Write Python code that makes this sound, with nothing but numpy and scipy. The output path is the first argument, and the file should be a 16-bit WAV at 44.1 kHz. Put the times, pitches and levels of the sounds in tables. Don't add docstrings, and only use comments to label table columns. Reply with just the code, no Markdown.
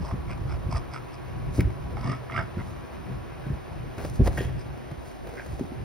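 import sys
import numpy as np
from scipy import signal
from scipy.fft import rfft, irfft
from scipy.io import wavfile

SR = 44100
rng = np.random.default_rng(int(sys.argv[2]) if len(sys.argv) > 2 else 0)


def transcribe(signal):
    frames = np.atleast_2d(signal).T
    limited = np.clip(frames, -1, 1)
    pcm = np.round(limited * 32767).astype(np.int16)
    wavfile.write(sys.argv[1], SR, pcm)


N = 257544
TIME, BINS = np.arange(N) / SR, np.fft.rfftfreq(N, 1 / SR)
LEAD_S = 0.04

# (frequency [Hz], width [Hz], level [dB])
MUZZLE_MODES = [(658, 58, 0), (940, 110, -3.5), (1286, 120, -2.5), (1840, 220, -7.5), (2195, 133, -4.5),
                (2830, 260, -17), (3410, 490, -20)]
# (frequency [Hz], width [Hz], level [dB])
NOSE_MODES = [(5030, 880, 9.5), (5770, 370, -2), (8250, 1250, 3.5)]
# (frequency [Hz], density [dB per Hz])
SCRAPE_SPECTRUM = [(150, 4.5), (330, 4), (650, 6.5), (1100, -4.5), (2200, -9.5), (3500, -19), (7000, -26)]
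# (frequency [Hz], density [dB per Hz])
FIZZ_SPECTRUM = [(800, -34), (2500, -27), (4000, 4), (5500, 5), (7000, 5), (10000, 3), (13000, -5),
                 (16000, -10)]
# (frequency [Hz], left-right likeness [-1 to 1])
ROOM_LIKENESS = [(50, 0.94), (120, 0), (250, 0.43), (700, 0), (1500, 0.53), (3000, 0.41), (6000, 1)]


def amp(db):
    return 10 ** (np.asarray(db) / 20)


def unit(x):
    return x / np.sqrt(np.mean(x ** 2) + 1e-20)


def read(points, hz):
    f, value = np.transpose(points)
    return np.interp(np.log(hz + 1), np.log(f + 1), value)


def colour(x, spectrum):
    return unit(irfft(rfft(x) * amp(read(spectrum, BINS)), N))


def band(x, low_hz, high_hz):
    edges = [low_hz, min(high_hz, 0.45 * SR)]
    return unit(signal.sosfilt(signal.butter(2, edges, "band", fs=SR, output="sos"), x))


def noise():
    return rng.standard_normal(N)


def wander(rate_hz):
    return unit(irfft(rfft(noise()) * np.exp(-(BINS / rate_hz) ** 2), N))


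def add(mix, s, sound):
    part = mix[max(round(s * SR), 0):][:len(sound)]
    part += sound[:len(part)]


def swell(t, peak_s):
    u = np.maximum(t, 0) / peak_s
    return u * np.exp(1 - u)


def arch(t, rise_s, fade_s):
    return np.exp(-np.minimum((t / np.where(t < 0, rise_s, fade_s)) ** 2, 60))


def ring(modes, t):
    return sum(amp(db - 60 * t / t60) * np.sin(2 * np.pi * hz * t) for hz, db, t60 in modes)


def strike(modes, t):
    answer = ring(modes, t)
    return answer / abs(answer).max()


def cavity(modes, hz):
    return sum(amp(db) / (1 + (2 * (hz - centre) / width) ** 2) for centre, width, db in modes)


def resonate(x, hz, width_hz):
    turn = np.exp(2j * np.pi * np.cumsum(hz) / SR)
    r = np.exp(-np.pi * width_hz / SR)
    smoothed = signal.lfilter([1], [1, -2 * r, r * r], x / turn)
    return unit((turn * smoothed).real)


def burst(gain, rise_s, fade_s):
    t = TIME[:4096]
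    shape = arch(t - LEAD_S, rise_s, fade_s)
    hiss = irfft(rfft(rng.standard_normal(len(t))) * gain(np.fft.rfftfreq(len(t), 1 / SR)))
    puff = shape * hiss
    return puff * np.linalg.norm(shape) / np.linalg.norm(puff)


def pair(a, b, likeness):
    same = np.clip(read(likeness, BINS), -1, 1)
    mid = rfft(a, N) * np.sqrt((1 + same) / 2)
    side = rfft(b, N) * np.sqrt((1 - same) / 2)
    return irfft([mid + side, mid - side], N)


def room_response():
    # (frequency [Hz], t60 [s])
    decay = [(60, 0.44), (150, 0.18), (500, 0.27), (2000, 0.24), (5000, 0.17), (12000, 0.16)]
    size = SR // 2
    taps = rng.choice([-1., 1.], (2, size)) * (rng.random((2, size)) < 4000 / SR)
    hz, t, z = signal.stft(taps, SR, nperseg=256)
    faded = z * amp(-60 * t / read(decay, hz)[:, None])
    tail = signal.istft(faded, SR, nperseg=256)[1][:, :size]
    tail = tail * np.clip(TIME[:size] / 0.005 - 0.5, 0, 1)
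    return pair(*tail / np.linalg.norm(tail[0]), ROOM_LIKENESS)[:, :size]


def place(x, room, wet_db, pan_db=None):
    lean = 1 if pan_db is None else amp([[pan_db / 2], [-pan_db / 2]])
    return x * lean + amp(wet_db) * signal.fftconvolve(x[None], room, axes=1)[:, :N]


def fan(rush_db=-41.5, tone_trim_db=4.0, waver=0.00456, whirr_db=-57, hiss_db=-68):
    # (frequency [Hz], density [dB per Hz])
    rush_spectrum = [(15, -54), (25, -7.5), (55, -11.5), (86, -4.5), (129, -14), (233, -5), (359, -7.5),
                     (919, -16.5), (1110, -17), (1240, -22.5), (5010, -37.5), (6550, -41), (7300, -53),
                     (9050, -38), (15500, -126)]
    # (frequency [Hz], left-right likeness [-1 to 1])
    rush_likeness = [(40, 0.67), (100, -0.44), (200, -0.87), (450, -1.11), (750, 0.14), (1100, -0.67),
                     (1600, 0.22), (2200, 0.41), (3000, 0.077), (5000, 1), (8000, 1)]
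    # (centre [Hz], width [Hz], level [dB])
    drone_bands = [(350, 58, -55.5), (740, 91, -61.5)]
    # (frequency [Hz], level [dB before the trim])
    whine_tones = [(985.1, -62.5), (1109, -64)]
    sink_after_s, sink_db_per_s = 3, 5.5

    rush = pair(colour(noise(), rush_spectrum), colour(noise(), rush_spectrum), rush_likeness)
    drone = sum(amp(db) * band(noise(), hz - width / 2, hz + width / 2) for hz, width, db in drone_bands)
    tones = 0
    for hz, db in whine_tones:
        turns = np.cumsum(hz * (1 + waver * wander(28.9))) / SR
        tones = tones + amp(db) * unit(np.sin(2 * np.pi * turns))
    whirr = band(noise(), 945, 1350)
    whine = amp(tone_trim_db) * tones + amp(whirr_db) * whirr
    whine = whine * amp(-sink_db_per_s * np.maximum(TIME - sink_after_s, 0))
    return amp(rush_db) * rush + drone + whine + amp(hiss_db) * band(noise(), 9400, 14100)


def heave(trim_db=2, lumps_db=6.0):
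    # (time [s], level [dB before trim and lumps])
    effort_curve = [(0.0, -31.5), (0.1, -36), (0.8, -38.5), (1.19, -40.5), (1.55, -36), (1.64, -28.5),
                    (1.76, -37.5), (2.44, -39), (2.8, -47.5), (3.1, -40), (3.27, -41), (3.5, -33.5),
                    (3.65, -43), (4.1, -38), (4.33, -29.5), (4.75, -43.5), (5.32, -44.5), (5.84, -40)]
    # (frequency [Hz], density [dB per Hz])
    mattress_spectrum = [(15, -12), (30, -6), (55, 2), (75, 2), (95, -2.5), (125, 5.5), (160, -4.5),
                         (220, -14.5), (400, -19), (900, -74)]
    rumble = pair(colour(noise(), mattress_spectrum), colour(noise(), mattress_spectrum), ROOM_LIKENESS)
    lumps = lumps_db * np.tanh(wander(5.3))
    return amp(trim_db + np.interp(TIME, *np.transpose(effort_curve)) + lumps) * rumble


def fur(swing_db=1.5, swing_hz=9):
    # (time [s], level [dB before the swing])
    rubbing = [(0, -59.5), (2.3, -56.5), (2.7, -56), (3.7, -57), (4.7, -57.5), (5.3, -60), (5.84, -59)]
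    # (frequency [Hz], width [Hz], level [dB])
    coat_modes = [(1563, 560, 2.5), (2410, 1140, -0.5)]
    level_db = np.interp(TIME, *np.transpose(rubbing)) + swing_db * wander(swing_hz)
    return amp(level_db) * unit(irfft(rfft(noise()) * cavity(coat_modes, BINS), N))


def rustles(rustle_db=-55, spread_db=3, width_share=0.58, bouts_db=3, bouts_hz=5):
    rubs_per_s, pitch_range_hz, fade_range_s = 30, (340, 815), (0.012, 0.031)
    out = np.zeros(N)
    rubs = rng.random(size=(400, 4))[:round(rubs_per_s * N / SR)]
    for when, pitch, length, strength in rubs:
        centre = np.exp(np.interp(pitch, [0, 1], np.log(pitch_range_hz)))
        fade_s = np.interp(length ** 2, [0, 1], fade_range_s)
        rub = burst(lambda hz: cavity([(centre, width_share * centre, 0)], hz), fade_s / 2, fade_s)
        level_db = rustle_db + spread_db * (2 * strength - pitch)
        add(out, when * N / SR - LEAD_S, amp(level_db) * rub)
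    return out * amp(bouts_db * np.tanh(wander(bouts_hz)))


def slides(scrape_trim_db=-14, fizz_trim_db=-12, stir_db=-56, stir_swing_db=4, slips_per_s=3500, spread_db=3.0):
    # (crest [s], level [dB before trim], fizz re the scrape [dB before trim], half length [s])
    strokes = [(0.082, -38, -25, 0.031), (0.76, -35, -28, 0.026), (1.568, -33.5, -6, 0.035),
               (2.665, -64, 13, 0.076), (2.93, -43, -35, 0.032), (3.095, -41, -32, 0.063),
               (3.467, -39.5, -30, 0.067), (4.013, -24.5, -37, 0.052), (4.062, -51.5, 8, 0.038),
               (4.099, -47, 13.5, .002), (4.157, -51.5, 9, .022), (4.22, -39, -42, 0.019),
               (4.245, -39, -3, 0.014), (4.265, -18.5, -19, 0.013), (4.398, -29, -10.5, 0.066),
               (5.083, -42.5, -8, 0.057), (5.306, -35.5, -41, .04), (5.48, -53.5, 3.5, 0.16),
               (5.684, -45, -37, 0.034)]
    strength = amp(spread_db * np.minimum(rng.exponential(1, N), 4))
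    slips = noise() * (rng.random(N) < slips_per_s / SR) * strength
    scrape, fizz = np.zeros(N), np.zeros(N)
    for s, db, treble_db, half_s in strokes:
        stroke = amp(db) * arch(TIME - s, half_s, half_s)
        scrape += amp(scrape_trim_db) * stroke
        fizz += amp(treble_db + fizz_trim_db) * stroke
    stir = amp(stir_db + stir_swing_db * wander(47))
    rough = (scrape + stir) * colour(slips, SCRAPE_SPECTRUM)
    return rough + fizz * colour(unit(slips) + noise(), FIZZ_SPECTRUM)


def creaks(grit_db=-20, slip_s=0.00092):
    # (time [s], level [dB])
    hard_slips = [(4.373, -22), (4.3762, -17), (4.389, -26)]
    # (frequency [Hz], level [dB], t60 [s])
    frame_modes = [(1620, 0, .035), (1880, 1, .042), (2010, -5, .025), (2630, -9, .022)]
    # (frequency [Hz], width [Hz], level [dB])
    chatter_modes = [(1850, 390, -1.5), (2640, 400, -7), (3300, 420, -5)]
    chatter_per_s, chatter_db, chatter_rise_s, chatter_fade_s = 1200, -39.5, 0.013, 0.06

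    out, t = np.zeros(N), TIME[:SR // 5]
    wood = strike(frame_modes, t) * (1 - np.exp(-t / slip_s))
    for s, db in hard_slips:
        grit = amp(grit_db) * swell(t, slip_s) * rng.standard_normal(len(t))
        add(out, s, amp(db) * (wood + grit))
    small_slips = noise() * (rng.random(N) < chatter_per_s / SR)
    chatter = unit(irfft(rfft(small_slips) * cavity(chatter_modes, BINS), N))
    since = np.maximum(TIME - hard_slips[0][0], 0)
    weakening = np.minimum(since / chatter_rise_s, 1) * np.exp(-since / chatter_fade_s)
    return out + amp(chatter_db) * weakening * chatter


def knocks(rise_s=0.0012, fade_s=0.0015):
    # (crest [s], level [dB])
    clacks = [(1.597, -34.5), (1.6065, -29.5), (1.6092, -28)]
    # (frequency [Hz], density [dB per Hz])
    clack_spectrum = [(300, -25), (700, -19), (1500, -3), (2250, 4.5), (2800, -12.5), (6000, -20),
                      (12000, -22)]
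    out = np.zeros(N)
    for s, db in clacks:
        clack = burst(lambda hz: amp(read(clack_spectrum, hz)), rise_s, fade_s)
        add(out, s - LEAD_S, amp(db) * clack)
    return out


def slaps(pat_db=-3, scuff_db=-12, scuff_s=0.003, tick_db=-27, tick_s=0.0017):
    # (time [s], level [dB before the trim of each part])
    hits = [(0.376, -34), (1.577, -30), (3.981, -23.5), (4.049, -21), (4.273, -11.5), (4.277, -26),
            (4.379, -19.5), (4.913, -29.5), (5.271, -31), (5.461, -29), (5.594, -25.5)]
    # (frequency [Hz], level [dB], t60 [s])
    mat_modes = [(190, -1.5, 0.043), (323, 2.5, 0.084), (555, 6.5, 0.034), (890, 6, 0.0053),
                 (1700, 7, 0.003)]
    pats, mat = np.zeros(N), strike(mat_modes, TIME[:SR // 20])
    for s, db in hits:
        add(pats, s, amp(db + pat_db) * mat)
    scuff = sum(amp(db + scuff_db) * swell(TIME - s, scuff_s) for s, db in hits)
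    tick = sum(amp(db + tick_db) * swell(TIME - s, tick_s) for s, db in hits)
    return pats + scuff * colour(noise(), SCRAPE_SPECTRUM) + tick * colour(noise(), FIZZ_SPECTRUM)


def press(db, hz, cycles, overtone=2.1, stiffening=0.44):
    t = TIME[:SR // 2]
    force = amp(db) * swell(t, cycles / hz)
    turn = 2 * np.pi * hz * t
    return force * (np.sin(turn) + stiffening * force * np.sin(overtone * turn))


def thumps(puff_db=-20, puff_s=0.0061, ring_db=-6):
    # (time [s], level [dB], pitch [Hz], settling weight re the landing [dB])
    landings = [(0.124, -20.5, 75, -9), (0.137, -21.5, 141, -23), (0.413, -21, 83, -27),
                (0.452, -20.5, 91, -18), (0.662, -20, 85, -7), (0.687, -23.5, 133, 5.5),
                (0.733, -21.5, 130, -15), (1.582, -18.5, 227, -33), (1.588, -10.5, 82, -6),
                (1.59, -15.5, 366, -27), (1.598, -15.5, 159, -30), (1.669, -16.5, 77, -24),
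                (2.051, -21.5, 134, -16), (2.57, -20.5, 150, -35), (2.579, -21.5, 90, -32),
                (3.466, -22, 136, -1), (3.502, -18, 141, -36), (4.194, -9, 82, -9), (4.197, -19, 378, -30),
                (4.209, -23, 476, -30), (4.204, -11.5, 149, -28), (4.216, -10, 65, -6),
                (4.386, -23.5, 129, -5), (4.398, -23, 80, -12), (4.408, -20.5, 392, -30),
                (4.916, -26, 128, -6.5), (5.529, -25, 71.6, -28), (5.61, -18, 268, -35),
                (5.719, -26, 246, -24)]
    # (frequency [Hz], level [dB], t60 [s])
    bed_modes = [(69, 33, 0.24), (110, 15, 0.22), (158, 36, 0.24), (204, 19, 0.1), (339, 26, .2),
                 (393.5, 34.5, 0.3)]
    landing_cycles = 0.45
    settle_s, settle_hz, settle_cycles = 0.06, 69.8, 0.65

    push, puff = np.zeros(N), np.zeros(N)
    for s, db, hz, settle_db in landings:
        add(push, s, press(db, hz, landing_cycles))
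        add(push, s + settle_s, press(db + settle_db, settle_hz, settle_cycles))
        add(puff, s, amp(db) * swell(TIME[:SR // 2], puff_s))
    cloth = band(band(noise(), 140, 424), 140, 424)
    blow = push + amp(puff_db) * puff * cloth
    bed = ring(bed_modes, TIME[:2 * SR])
    swing = signal.fftconvolve(blow, bed / abs(rfft(bed)).max())[:N]
    return blow + amp(ring_db) * swing


def growls(trim_db=-3.5, jitter=0.2547, shimmer_db=2.5):
    # (crest [s], level [dB before trim], pitch at the crest before jitter [Hz])
    voicings = [(2.085, -27, 120), (2.357, -27.5, 112), (3.085, -34.5, 153)]
    rise_s, fade_s, glide_octaves_per_s = 0.03, 0.036, 2.5
    out, unsteady = np.zeros(N), 1 + jitter * wander(86.8)
    for s, db, hz in voicings:
        pitch = hz * 2 ** (glide_octaves_per_s * np.clip(TIME - s, -rise_s, fade_s))
        turns = np.cumsum(pitch * unsteady) / SR
        folds = sum(np.cos(2 * np.pi * k * turns) / k ** 1.57 for k in range(1, 4))
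        out += amp(db + trim_db) * arch(TIME - s, rise_s, fade_s) * unit(folds)
    return out * unit(amp(shimmer_db * wander(54)))


def airflow(modes):
    size = SR // 2
    gain = cavity(modes, np.fft.rfftfreq(size, 1 / SR))
    return unit(irfft(rfft(rng.standard_normal(size)) * gain, size))


def lips(flutter_db, flutter_hz, rasp_hz, rasp):
    turns = np.cumsum(rasp_hz * (1 + 0.33 * wander(57))) / SR
    flutter = amp(flutter_db * np.tanh(wander(flutter_hz)))
    return unit(flutter * np.exp(rasp * np.cos(2 * np.pi * turns)))


def effort(s, start, crest, end):
    build_range_db, attack_s, release_db_per_s = 8.5, 0.003, 285
    build_db = build_range_db * np.clip((s - crest) / (crest - start), -1, 0)
    release_db = release_db_per_s * np.maximum(s - end, 0)
    return np.clip((s - start) / attack_s + 1, 0, 1) * amp(build_db - release_db)


def snarls(muzzle_db=-15, mouth_db=-14, mouth_width_hz=130, nose_trim_db=-9):
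    # (start [s], crest [s], end of the hold [s], level [dB before the trim of each part],
    # nose hiss [dB before trim], mouth resonance at the crest [Hz], throat re the level [dB])
    breaths = [(1.9688, 2.088, 2.12, -28.5, -44, 1170, -12.5), (2.311, 2.386, 2.395, -26, -45, 1383, -17.5)]
    # (frequency [Hz], width [Hz], level [dB])
    throat_modes = [(198, 68, 7.5), (322, 34, -2.5)]
    jaw_octaves_per_s = 2.6
    out = np.zeros(N)
    for start, crest, end, db, hiss_db, mouth_hz, throat_db in breaths:
        s = start + TIME[:SR // 2]
        mouth_curve_hz = mouth_hz * 2 ** (jaw_octaves_per_s * (s - crest))
        mouth = resonate(rng.standard_normal(len(s)), mouth_curve_hz, mouth_width_hz)
        air = amp(muzzle_db) * airflow(MUZZLE_MODES) + amp(mouth_db) * mouth
        air = air + amp(throat_db) * airflow(throat_modes)
        hiss = amp(hiss_db + nose_trim_db) * airflow(NOSE_MODES)
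        add(out, start, effort(s, start, crest, end) * (amp(db) * air + hiss))
    return out * lips(flutter_db=2.5, flutter_hz=70, rasp_hz=62, rasp=0.85)


def flap(mouth_hz, mouth_db=3, mouth_width_hz=300, rise_s=0.0011, fade_s=0.0029,
         ring_db=-6, ring_width_hz=90, ring_s=0.014, muzzle_db=-9):
    passage = MUZZLE_MODES + [(mouth_hz, mouth_width_hz, mouth_db)]
    air = burst(lambda hz: cavity(passage, hz), rise_s, fade_s)
    mouth = burst(lambda hz: cavity([(mouth_hz, ring_width_hz, 0)], hz), rise_s, ring_s)
    muzzle = burst(lambda hz: cavity(MUZZLE_MODES, hz) ** 2, rise_s, ring_s)
    return air + amp(ring_db) * mouth + amp(muzzle_db) * muzzle


def snorts():
    # (crest [s], level [dB], mouth resonance [Hz])
    flaps = [(0.066, -43, 750), (0.087, -46, 990), (0.1115, -36.5, 1010), (0.299, -47, 1090),
             (0.748, -35.5, 960), (0.763, -35, 1260), (0.93, -45, 1400), (0.963, -36, 1350),
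             (1.97, -36, 850), (2.055, -36, 796), (2.099, -36.5, 1980), (2.129, -32.5, 1290),
             (2.299, -36, 1240), (2.322, -34.5, 2100), (2.341, -32.5, 1190), (2.351, -36, 1160),
             (2.364, -32, 2140), (2.378, -26, 1564), (2.39, -28.5, 1240), (2.399, -31.5, 1460),
             (2.41, -35, 1370), (2.604, -45, 2020), (5.396, -39, 1580)]
    out = np.zeros(N)
    for s, db, mouth_hz in flaps:
        add(out, s - LEAD_S, amp(db) * flap(mouth_hz))
    return out


def huffs(mouth_trim_db=-10, nose_trim_db=-9, mouth_width_hz=330, lip_width_hz=420,
          opening_octaves_per_s=1.6, tremble_octaves=0.056):
    # (start [s], time to the crest [s], mouth [dB before trim], nose hiss [dB before trim],
    # mouth resonance [Hz], throat re the mouth [dB], lip resonance [Hz], lips re the mouth [dB])
    puffs = [(0.02, 0.047, -38.5, -45.5, 890, 2, 2300, -17), (0.1079, 0.012, -37, -66, 1140, -2, 2200, -19),
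             (0.289, 0.025, -38.5, -45.5, 1320, 4, 2180, 2.5),
             (0.487, 0.029, -35.5, -45.5, 1390, 2, 2350, -4),
             (0.709, 0.017, -30.5, -38.5, 1150, -2.5, 2420, -8),
             (0.748, 0.019, -35.5, -36.5, 1240, 4, 2520, -5), (0.921, 0.027, -36, -41, 1370, 2.5, 2130, -3),
             (1.128, .015, -44, -46.5, 1170, -5, 2200, -10), (2.579, 0.019, -37, -61, 1380, -3, 1950, -0.5),
             (4.582, 0.027, -64, -48, 1370, -3, 2200, -8), (5.36, 0.032, -35.5, -58, 1510, -22, 2090, -1)]
    # (frequency [Hz], width [Hz], level [dB])
    pharynx_modes = [(652, 250, 0.5), (980, 270, -2.5), (2670, 200, -19), (3340, 140, -14)]
    fade_share = 1.08
    out, t = np.zeros(N), TIME[:SR // 2]
    tremble = tremble_octaves * wander(28)
    for s, rise_s, db, hiss_db, mouth_hz, throat_db, lip_hz, lip_db in puffs:
        early = max(s - rise_s, 0)
        since_crest = early + t - s - rise_s
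        jaw = 2 ** (opening_octaves_per_s * since_crest + np.interp(early + t, TIME, tremble))
        mouth = resonate(rng.standard_normal(len(t)), mouth_hz * jaw, mouth_width_hz)
        lip = resonate(rng.standard_normal(len(t)), lip_hz * jaw, lip_width_hz)
        air = mouth + amp(throat_db) * airflow(pharynx_modes) + amp(lip_db) * lip
        hiss = amp(hiss_db + nose_trim_db) * airflow(NOSE_MODES)
        breath = arch(since_crest, rise_s, fade_share * rise_s)
        add(out, early, (amp(db + mouth_trim_db) * air + hiss) * breath)
    return out * lips(flutter_db=4, flutter_hz=110, rasp_hz=120, rasp=0.55)


def scene():
    room = room_response()
    bed = place(slides() + rustles() + fur(), room, wet_db=-7.0) + place(creaks(), room, wet_db=-8.0)
    blows = place(knocks(), room, wet_db=-13.0) + place(slaps(), room, wet_db=-19)
    blows = blows + place(thumps(), room, wet_db=-8.5)
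    dogs = place(growls(), room, wet_db=1.5) + place(snarls(), room, wet_db=-6.5, pan_db=-2.0)
    dogs = dogs + place(snorts(), room, wet_db=-8.5, pan_db=-5)
    dogs = dogs + place(huffs(), room, wet_db=-13.5, pan_db=-2.0)
    return fan() + heave() + bed + blows + dogs


def record(dry, low_cut_hz=42, edge_hz=15800):
    # (frequency [Hz], phase [rad])
    port_phase = [(0, 0), (1000, -.5), (1600, 0), (2200, .3), (2900, 1.3), (3700, .6), (4400, .8),
                  (5050, .15), (7300, np.pi), (8300, 3.7), (10300, 2 * np.pi), (13600, 3 * np.pi),
                  (16000, 12.3)]
    lead = np.interp(BINS, *np.transpose(port_phase))
    bass_cut = BINS ** 2 / np.sqrt(BINS ** 4 + low_cut_hz ** 4)
    turns = np.exp(0.5j * np.array([lead, -lead]))
    ported = irfft(rfft(dry) * bass_cut * turns, N)
    low_pass = signal.firwin(1023, edge_hz, window=("kaiser", 9), fs=SR)
    return signal.oaconvolve(ported, low_pass[None], "same")


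dry = scene()
out = record(dry)
transcribe(out)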